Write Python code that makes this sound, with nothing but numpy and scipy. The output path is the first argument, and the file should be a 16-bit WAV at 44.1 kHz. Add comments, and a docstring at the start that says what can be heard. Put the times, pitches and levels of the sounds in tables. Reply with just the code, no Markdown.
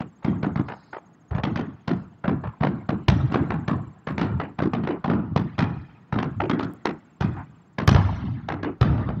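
"""Firework shells burst in quick succession over open ground at night, heard through a phone.
Each bang is a noise crack and a low pressure swing (boom), repeated by ground and walls; decaying noise
then rolls in from farther off. Rolls and one hollow slap without a sharp crack are noise near a pitch.
Two crickets trill in sagging tones over distant traffic, a filtered noise hum. Faint narrow hiss and
treble ticks are shaped noise."""
import sys
import numpy as np
from scipy import signal
from scipy.fft import rfft, irfft, next_fast_len
from scipy.io import wavfile
from scipy.ndimage import uniform_filter1d, map_coordinates

SR = 44100
rng = np.random.default_rng(int(sys.argv[2]) if len(sys.argv) > 2 else 0)


def persist_wave(psi):
    """Save psi, clipped to +-1, as 16-bit WAV."""
    counts = np.round(np.clip(psi, -1, 1) * 32767).astype(np.int16)
    wavfile.write(sys.argv[1], SR, np.atleast_2d(counts).T)


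N = 405719  # scene length [samples]
SPAN = 32768  # length of one bang with its roll [samples]

# Shell bursts: (time [s], crack level [dB], boom re crack [dB], treble loss [dB/kHz], boom pitch [Hz],
# wall echo [dB], roll length [s])
SHELL_BURSTS = [(0.003, -24.5, 7.5, 4.5, 194, -12, 0.095), (0.226, -35, -16, 6, 200, -5, 0.086),
                (0.244, -19, 6, 4.5, 160, 3.5, 0.31), (0.428, -12.5, -1, 5.5, 166.3, -2, 0.18),
                (0.557, -17, 4.5, 5, 156, 4, 0.18), (0.683, -19.5, -19.5, 6.5, 150, 9.5, 0.14),
                (0.929, -19, -51, 9.5, 162, 8.5, 0.1), (1.309, -24.5, 11, 7, 87.6, 4.5, 0.19),
                (1.347, -23, -10, 6, 108, 14.5, 0.14), (1.386, -26.5, -1, 14.5, 108, -19, 0.13),
                (1.434, -10, -4.5, 4, 164, -2.5, 0.2), (1.557, -15, -3, 3.5, 197, 5, 0.21),
                (1.876, -14.5, -1, 4, 169, 7, 0.23), (2.24, -13.5, -6, 8, 160, -1.5, 0.27),
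                (2.277, -13.5, 1, 6, 185.2, 0.5, 0.17), (2.436, -22.5, -23, 7.5, 99, 8.5, 0.13),
                (2.606, -18, 8, 5.5, 148.5, 0.5, 0.19), (2.632, -7.5, -13.5, 5.5, 182, 3.5, 0.25),
                (2.889, -11, -0.5, 5, 175, -5, 0.17), (3.082, -7, 5.5, 2, 108.7, -4.5, 0.33),
                (3.299, -23, 2, 10, 161, -9, 0.15), (3.319, -21.5, 2.5, 3.5, 230, 10.5, 0.17),
                (3.341, -7, -11, 6, 152.4, -12, 0.33), (3.503, -11.5, -6.5, 6.5, 141.5, 3, 0.22),
                (3.678, -12.5, -1, 4.5, 150, 6, 0.25), (4.07, -14, -7.5, 4.5, 168, -0.5, 0.2),
                (4.178, -13.5, -3.5, 4, 159.3, 7.5, 0.37), (4.21, -16.5, -9.5, 3.5, 197.5, 2.5, 0.22),
                (4.398, -11.5, -17, 7, 337, 0, 0.15), (4.586, -11, -6.5, 6, 163, 3, 0.21),
                (4.619, -19, 8, 3, 213, 3, 0.12), (4.733, -13.5, 0, 4.5, 174, -19, 0.21),
                (4.834, -20, -0.5, 5.5, 203, -6, 0.1), (4.871, -13, -4, 6, 337, 3.5, 0.14),
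                (5.042, -13.5, -4, 5, 169, 4.5, 0.27), (5.097, -12, -3.5, 5.5, 167.4, 3, 0.31),
                (5.359, -9, 1, 3.5, 155.4, -4, 0.18), (5.58, -18.5, -1.5, 4, 181, 3.5, 0.26),
                (5.588, -11.5, -0.5, 3, 128.5, 4.5, 0.28), (6.124, -14, 1.5, 5, 137, 3.5, 0.28),
                (6.185, -17, -3, 5, 157, -9, 0.21), (6.225, -19, 3.5, 3.5, 246, -7, 0.1),
                (6.401, -8.5, -12.5, 6.5, 321, 4.5, 0.14), (6.495, -9.5, -3, 4, 214, -2.5, 0.19),
                (6.591, -16, -7, 4.5, 210, 5, 0.21), (6.629, -23, 2.5, 2, 237, -10, 0.06),
                (6.853, -8.5, -14.5, 3.5, 306, -1, 0.14), (7.206, -15.5, 4, 2.5, 127.4, 2, 0.27),
                (7.783, -8.5, -8, 4.5, 170, 1.5, 0.17), (7.8748, -1.5, 2, 1.5, 109, -2, 0.15),
                (7.945, -5, 5, 4, 90, -5, 0.34), (8.485, -13, -15.5, 5, 257, 6.5, 0.21),
                (8.629, -16, -2, 4.5, 334, -5, 0.14), (8.81, -7.5, 5.5, 3, 106.8, -5.5, 0.39),
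                (8.977, -27, 5.5, 5, 140, 2, 0.38), (9.086, -20, 4, 6.5, 144, -12, 0.13)]
# Reflections from ground and walls: (delay [s], crack gain [dB], boom gain [dB], boom pitch [factor])
NEAR_ECHOES = [(.016, -4, -13, 1.1), (.0355, -11, -3, 1.35), (.052, -18, -10, 1.3)]
# Crack spectrum close by: (frequency [Hz], density [dB per Hz])
CRACK_SPECTRUM = [(300, -8), (560, 8), (850, 2.5), (1400, 1.5), (2200, -3), (3500, -4), (6000, -8),
                  (7200, -18), (10000, -29), (15000, -31.5)]
# Spectrum of the roll's bass: (frequency [multiple of boom pitch], density [dB per Hz])
RUMBLE_SPECTRUM = [(0.253, -51.5), (0.453, -5.5), (0.696, -0.5), (1.098, 4), (1.498, -1), (2.398, -9),
                   (4.501, -23)]
# Decay of the roll: (frequency [Hz], t60 [roll lengths])
ROLL_DECAY = [(70, 4.46), (150, 2.23), (400, 1.51), (1100, 2.14), (3000, 1.32), (8000, 0.45)]
# Decay of the far wash: (frequency [Hz], t60 [multiples of WASH_STRETCH_S])
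WASH_DECAY = [(100, 12), (300, 0.33), (1100, 2.15), (3000, 1.95), (6000, 1.1), (9000, 0.84)]
# Distant traffic: (frequency [Hz], density [dB per Hz])
TRAFFIC_SPECTRUM = [(30, -26), (60, -13), (109, -2.5), (174, 0.5), (364, -14.5), (499, -13.5), (1250, -19),
                    (2500, -32.5), (5000, -43), (7000, -71.5)]
# Cricket trills, the first by the lower cricket: (centre of first chirp [s], end [s], chirp period [s],
# pitch [Hz], chirp length [s], pitch sag [share])
CRICKET_TRILLS = [(.017, 9.2, .07497, 6640, .028, .08), (.021, 1.4, .05627, 7500, .021, .03),
                  (1.973, 5.2, .05611, 7480, .021, .03), (5.49, 5.95, .055, 7350, .021, .05),
                  (5.972, 7.88, .0569, 7450, .021, .03)]
# Loudness of the two crickets: (time [s], lower cricket [dB], higher cricket [dB])
CRICKET_LEVELS = [(0, -69, -71), (1.3, -67, -77.5), (2.7, -84, -75.5), (3.6, -72, -66.5), (5, -93, -78),
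                  (5.9, -81, -86.5), (6.6, -71.5, -71.5), (7.8, -78, -72), (9.2, -86, -96.5)]
# Faint narrow hiss: (start [s], end [s], level [dB])
HISS_STRETCHES = [(0.648, 0.986, -69), (1.927, 2.058, -75)]
# Colour of that hiss: (frequency [Hz], density [dB per Hz])
HISS_SPECTRUM = [(3400, -14), (4000, 1), (4600, -1), (5200, 1), (5700, -36)]
# Rolls and one hollow slap without a sharp crack: (time [s], level [dB], pitch [Hz], length [s])
CRACKLESS_ROLLS = [(2.432, -27.5, 103.5, 0.069), (3.394, -20, 148, 0.038), (4.285, -25, 94.4, 0.12),
                   (5.297, -22.5, 108, 0.038), (6.35, -29.5, 101, 0.14), (7.363, -39, 850, 0.065),
                   (8.202, -27.5, 113.5, 0.18), (8.412, -35, 98.4, 0.29), (9.142, -27, 118.5, 0.061)]
# Each is noise gathered near its pitch: (frequency [multiple of pitch], density [dB per Hz])
CRACKLESS_SPECTRUM = [(.35, -40), (.7, -9), (1, 0), (1.35, -6), (2, -11), (3, -26), (4.5, -60)]
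# Ticks close to the microphone: (time [s], starting level [dB], t60 [s])
CLOSE_TICKS = [(4.1215, -60, .02), (5.4, -69, .2), (6.7158, -66, .006), (6.7361, -45, .006)]
# Microphone hiss: (frequency [Hz], density [dB per Hz])
SELF_NOISE_SPECTRUM = [(2000, -8), (6000, -1), (8000, -10), (13000, -14), (14600, -12), (15200, -7)]
# Response of the microphone held over the ground: (frequency [Hz], gain [dB])
PHONE_RESPONSE = [(25, -4), (45, -6.5), (70, -2.5), (200, 1.5), (330, 4.5), (420, 1), (540, -6.5),
                  (750, -1), (15000, 0.5)]

MIDDLING_DB, MIDDLING_HZ = -15, 160  # crack level and boom pitch of an ordinary shell
# Treble of the roll re a middling crack; share of a crack's strength that it follows
RATTLE_DB, RATTLE_FOLLOWS = -15.5, 0.2
# Bass of the roll re the boom; shares of boom and crack strength it follows; higher booms scatter more
RUMBLE_DB, RUMBLE_FOLLOWS, BIG_RUMBLE_SHARE, RUMBLE_DB_PER_OCTAVE = -4.5, 0.54, 0.82, 7
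# Far wash re the crack; deep, big shells carry farther
WASH_DB, WASH_DB_PER_OCTAVE, WASH_STRETCH_S = -39.5, -10, 0.97
# Bright edge of the shock front: middling crack without treble loss [dB], dB gained per dB of crack,
# spread [s], dB lost per dB/kHz of treble loss
SNAP_DB, SNAP_GROWS, SNAP_S, SNAP_LOSS = -55.5, 2.1, 0.0018, 8
# Shells with little boom lose crack bass below this pitch: dB per octave for each dB of boom missing
THIN_HZ, THIN_SHARE = 755, 0.3
RISE_CYCLES = 2  # a crackless roll swells over about this many cycles of its pitch
TRAFFIC_DB, SELF_NOISE_DB = -55.5, -87
TOP_HZ = 15750  # band limit of the phone


def amp(db):
    """Level definition: 20 dB is a tenfold amplitude."""
    return 10 ** (np.asarray(db) / 20)


def unit(x):
    """Power normalisation: scale each row to an rms of 1."""
    return x / np.sqrt(np.mean(x ** 2, axis=-1, keepdims=True) + 1e-20)


def along(points, hz):
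    """Linear interpolation of (frequency, value) points over log frequency."""
    f, v = np.transpose(points)
    return np.interp(np.log(hz + 1e-3), np.log(f), v)


def curves(rows):
    """Linear interpolation in time: one value per sample for each column after the time."""
    s, *cols = np.transpose(rows)
    return [np.interp(np.arange(N) / SR, s, c) for c in cols]


def smooth_twice(x):
    """Repeated moving average along the last axis."""
    return uniform_filter1d(uniform_filter1d(x, size=80), size=80)


def noise(shape, spectrum, scale=1, loss_db=0, ripple_db=0, thin_db=0):
    """Spectral shaping: white noise filtered to rms 1, each row with its own scale, loss and ripple."""
    hz = np.fft.rfftfreq(shape[-1], 1 / SR)
    relative = hz / scale
    inside = (relative > spectrum[0][0]) & (relative < spectrum[-1][0] * 2)
    ripple = unit(smooth_twice(rng.standard_normal(shape[:-1] + hz.shape)))
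    level_db = along(spectrum, relative) - loss_db * hz / 1000 + ripple_db * ripple
    level_db = level_db + thin_db * np.log2(np.clip(THIN_HZ / (hz + 1), 1, None))
    return unit(irfft(rfft(rng.standard_normal(shape)) * amp(level_db) * inside, shape[-1]))


def steady(x):
    """Envelope compression: evens out the swells of low noise."""
    return unit(x / (np.abs(signal.hilbert(x)) + .3) ** .6)


def fading(x, decay, stretch, patchy_db):
    """Frequency-dependent reverberation: each band decays at its own speed, in uneven patches."""
    hz, t, z = signal.stft(x, SR, nperseg=512)
    field = uniform_filter1d(rng.standard_normal(z.shape), 5, axis=1)
    field = uniform_filter1d(field, 3, axis=2)
    fall_db = 60 * t / (along(decay, hz)[:, None] * stretch)
    gain = amp(patchy_db * field / field.std() - fall_db)
    return signal.istft(z * gain, SR, nperseg=512)[1][:, :x.shape[1]]


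def traffic():
    """Random amplitude modulation: a low far hum that swells a little."""
    swell = map_coordinates(rng.standard_normal(80), [np.arange(N) * 7 / SR])  # 7 knots per second
    return amp(TRAFFIC_DB + 0.71 * swell) * noise((next_fast_len(N),), TRAFFIC_SPECTRUM)[:N]


def shock_fronts(columns, crack, dull):
    """Shock propagation and reflection: crack and boom arrive directly, then as smeared near echoes."""
    _, crack_db, boom_db, loss_db, boom_hz, wall_db, _ = columns
    t = np.arange(SR // 8) / SR
    sound = np.zeros((len(SHELL_BURSTS), len(t)))
    luck = rng.standard_normal((len(SHELL_BURSTS), len(NEAR_ECHOES) + 1, 2))
    direct = (0.0022, 0.027, 0.019, 0.91)  # same columns as the echoes
    for k, (delay, echo_crack_db, echo_boom_db, factor) in enumerate([direct] + list(NEAR_ECHOES)):
        delay = delay * (1 + 0.038 * luck[:, k, :1])  # each shell bursts at its own spot
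        u = np.clip(t - delay, 0, None) / (.0042 + .0005 * k)  # rough surfaces smear each echo more
        wall = wall_db * (k > 1)  # the later echoes depend on where the shell stands to the walls
        burst = (u * np.exp(1 - u)) ** 3.56  # each crack swells and fades within a few ms
        level_db = crack_db - 7.5 + echo_crack_db + 1.05 * wall + 0.76 * luck[:, k, 1:] * (k > 0)
        sound += amp(level_db) * burst * (dull if k else crack)[:, :len(t)]
        cycles = factor * boom_hz * (t - delay - .003 - .75 / boom_hz)
        # One push between two dips
        swing = np.cos(2 * np.pi * cycles) * np.exp(-(cycles / 0.49) ** 2) * np.clip(u, 0, 1)
        sound += amp(crack_db + boom_db - 0.5 + echo_boom_db + wall) * swing
    edge = np.diff(rng.standard_normal((len(SHELL_BURSTS), len(t) + 1)))
    edge = edge * np.exp(-np.abs(t - .004) / SNAP_S)
    return sound + amp(SNAP_DB + SNAP_GROWS * (crack_db - MIDDLING_DB) - SNAP_LOSS * loss_db) * edge


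def reverberation(columns, dull):
    """Diffuse scattering: far surfaces return a treble rattle, a bass rumble and a long faint wash."""
    _, crack_db, boom_db, _, boom_hz, _, length = columns
    length = np.clip(length, .03, 1)
    octaves = np.log2(boom_hz / MIDDLING_HZ)
    rattle_db = RATTLE_DB + (RATTLE_FOLLOWS - 1) * (np.maximum(crack_db, -25) - MIDDLING_DB)
    rumble_db = RUMBLE_DB + (RUMBLE_FOLLOWS - 1) * np.clip(boom_db, -12, 12)
    rumble_db += RUMBLE_DB_PER_OCTAVE * octaves + (BIG_RUMBLE_SHARE - 1) * (crack_db - MIDDLING_DB)
    wash_db = WASH_DB + WASH_DB_PER_OCTAVE * octaves
    t = np.arange(SPAN) / SR
    knots = rng.standard_normal((len(SHELL_BURSTS), SPAN // 128))
    # Far surfaces answer one by one, some ms apart
    clumps = unit(amp(1.6 * signal.resample(knots, SPAN, axis=1)))
    rattle = amp(rattle_db) * clumps * np.roll(dull, SPAN // 2, axis=1)
    rumble = steady(noise(dull.shape, RUMBLE_SPECTRUM, boom_hz))  # low echoes follow at like size
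    rumble = amp(boom_db) * (1 - np.exp(-(t / 0.042) ** 2)) * rumble
    hold = 1 / (1 + (t / length) ** 6)  # the roll holds, then drops away steeply near its roll length
    roll = rattle + amp(rumble_db) * rumble
    roll = hold * fading(roll, ROLL_DECAY, length[:, :, None], patchy_db=2.5)
    wash = dull[:, ::-1] + amp(-9.0) * rumble  # hills and trees
    wash = fading(wash, WASH_DECAY, WASH_STRETCH_S, patchy_db=5.5)
    wash = amp(wash_db) * np.cos(np.pi / 2 * t / t[-1]) * wash
    rise = 1 - np.exp(-t / 0.0065)
    return amp(crack_db) * rise * (roll + wash)


def bangs():
    """Superposition: every shell adds its shock front, near echoes and far reverberation."""
    columns = np.transpose(SHELL_BURSTS)[:, :, None]
    s, _, boom_db, loss_db, *_ = columns
    thin_db = THIN_SHARE * np.clip(boom_db, -30, 0)
    shape = (len(SHELL_BURSTS), SPAN)
    # Scattered paths colour every bang differently; echoes lose more treble
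    crack = noise(shape, CRACK_SPECTRUM, loss_db=loss_db, ripple_db=3.0, thin_db=thin_db)
    dull = noise(shape, CRACK_SPECTRUM, loss_db=loss_db + .7, ripple_db=2.5, thin_db=thin_db)
    spikes = signal.resample(rng.standard_normal((len(SHELL_BURSTS), SPAN // 32)), SPAN, axis=1)
    crack = unit(amp(4.5 * spikes) * crack)  # the front breaks into a few sharp spikes
    sound = reverberation(columns, dull)
    front = shock_fronts(columns, crack, dull)
    sound[:, :front.shape[1]] += front
    sky = np.zeros(N + SPAN)
    for start, row in zip(s[:, 0], sound):
        sky[max(round((start - .0025) * SR), 0):][:SPAN] += row
    return sky[:N]


def crickets():
    """Stridulation: each wing stroke is a short tone whose pitch sags at the end."""
    t = np.arange(N) / SR
    low_db, high_db = curves(CRICKET_LEVELS)
    song = np.zeros(N)
    for k, (first, end, period, hz, stroke, sag) in enumerate(CRICKET_TRILLS):
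        count, u = np.divmod(t - first + stroke / 2, period)
        u = np.clip(u / stroke, 0, 1)  # progress through the stroke
        index = (count - count.min()).astype(int)
        size_db = rng.normal(0, 0.87, index.max() + 1)[index]
        pitch = hz * (1 - sag * np.clip(u - .6, 0, 1) / .4)
        on = (count >= 0) & (t < end)
        level = amp((high_db if k else low_db) + size_db) * np.sin(np.pi * u) ** 1.2
        song += on * level * np.sin(2 * np.pi * np.cumsum(pitch) / SR)
    return song


def hiss():
    """Band-limited noise: short stretches of narrow hiss with soft edges."""
    t = np.arange(N) / SR
    level = np.zeros(N)
    for start, end, db in HISS_STRETCHES:
        level += amp(db) * np.clip(np.minimum(t - start, end - t) / 0.027, 0, 1)
    return level * noise((next_fast_len(N),), HISS_SPECTRUM)[:N]


def crackless_rolls():
    """Band-limited noise gathered near a pitch: rolls and one hollow slap swell, then drop away."""
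    s, db, hz, length = np.transpose(CRACKLESS_ROLLS)[:, :, None]
    t = np.arange(SPAN // 2) / SR
    rumble = steady(noise((len(CRACKLESS_ROLLS), SPAN // 2), CRACKLESS_SPECTRUM, hz))
    swell = 1 - np.exp(-(t * hz / RISE_CYCLES) ** 2)
    drop = 1 / (1 + (t / length) ** 8)
    out = np.zeros(N + SPAN)
    for start, row in zip(s[:, 0], amp(db) * swell * drop * rumble):
        out[round(start * SR):][:len(row)] += row
    return out[:N]


def ticks():
    """Exponential decay of differenced noise: tiny dry clicks and rustles, mostly treble."""
    out, t = np.zeros(N), np.arange(SR // 8) / SR
    for s, db, t60 in CLOSE_TICKS:
        treble = unit(np.diff(rng.standard_normal(len(t) + 1)))
        out[round(s * SR):][:len(t)] += amp(db - 60 * t / t60) * treble
    return out


def scene():
    """Superposition: all sources add at the microphone."""
    return (traffic() + bangs() + crickets() + hiss() + crackless_rolls() + ticks())[None]


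def record(dry):
    """Transducer limits: the phone adds hiss, cuts deep bass, rounds high peaks and limits the band."""
    x = dry + amp(SELF_NOISE_DB) * noise((next_fast_len(N),), SELF_NOISE_SPECTRUM)[:N]
    x = signal.sosfilt(signal.butter(2, 55.5, "high", fs=SR, output="sos"), x)
    x = x / (1 + np.abs(x / .75) ** 4) ** (1 / 4)  # soft saturation towards 0.75
    m = next_fast_len(N + SR // 4)
    hz = np.fft.rfftfreq(m, 1 / SR)
    return irfft(rfft(x, m) * amp(along(PHONE_RESPONSE, hz)) * (hz < TOP_HZ), m)[..., :N]


dry = scene()
out = record(dry)
persist_wave(out)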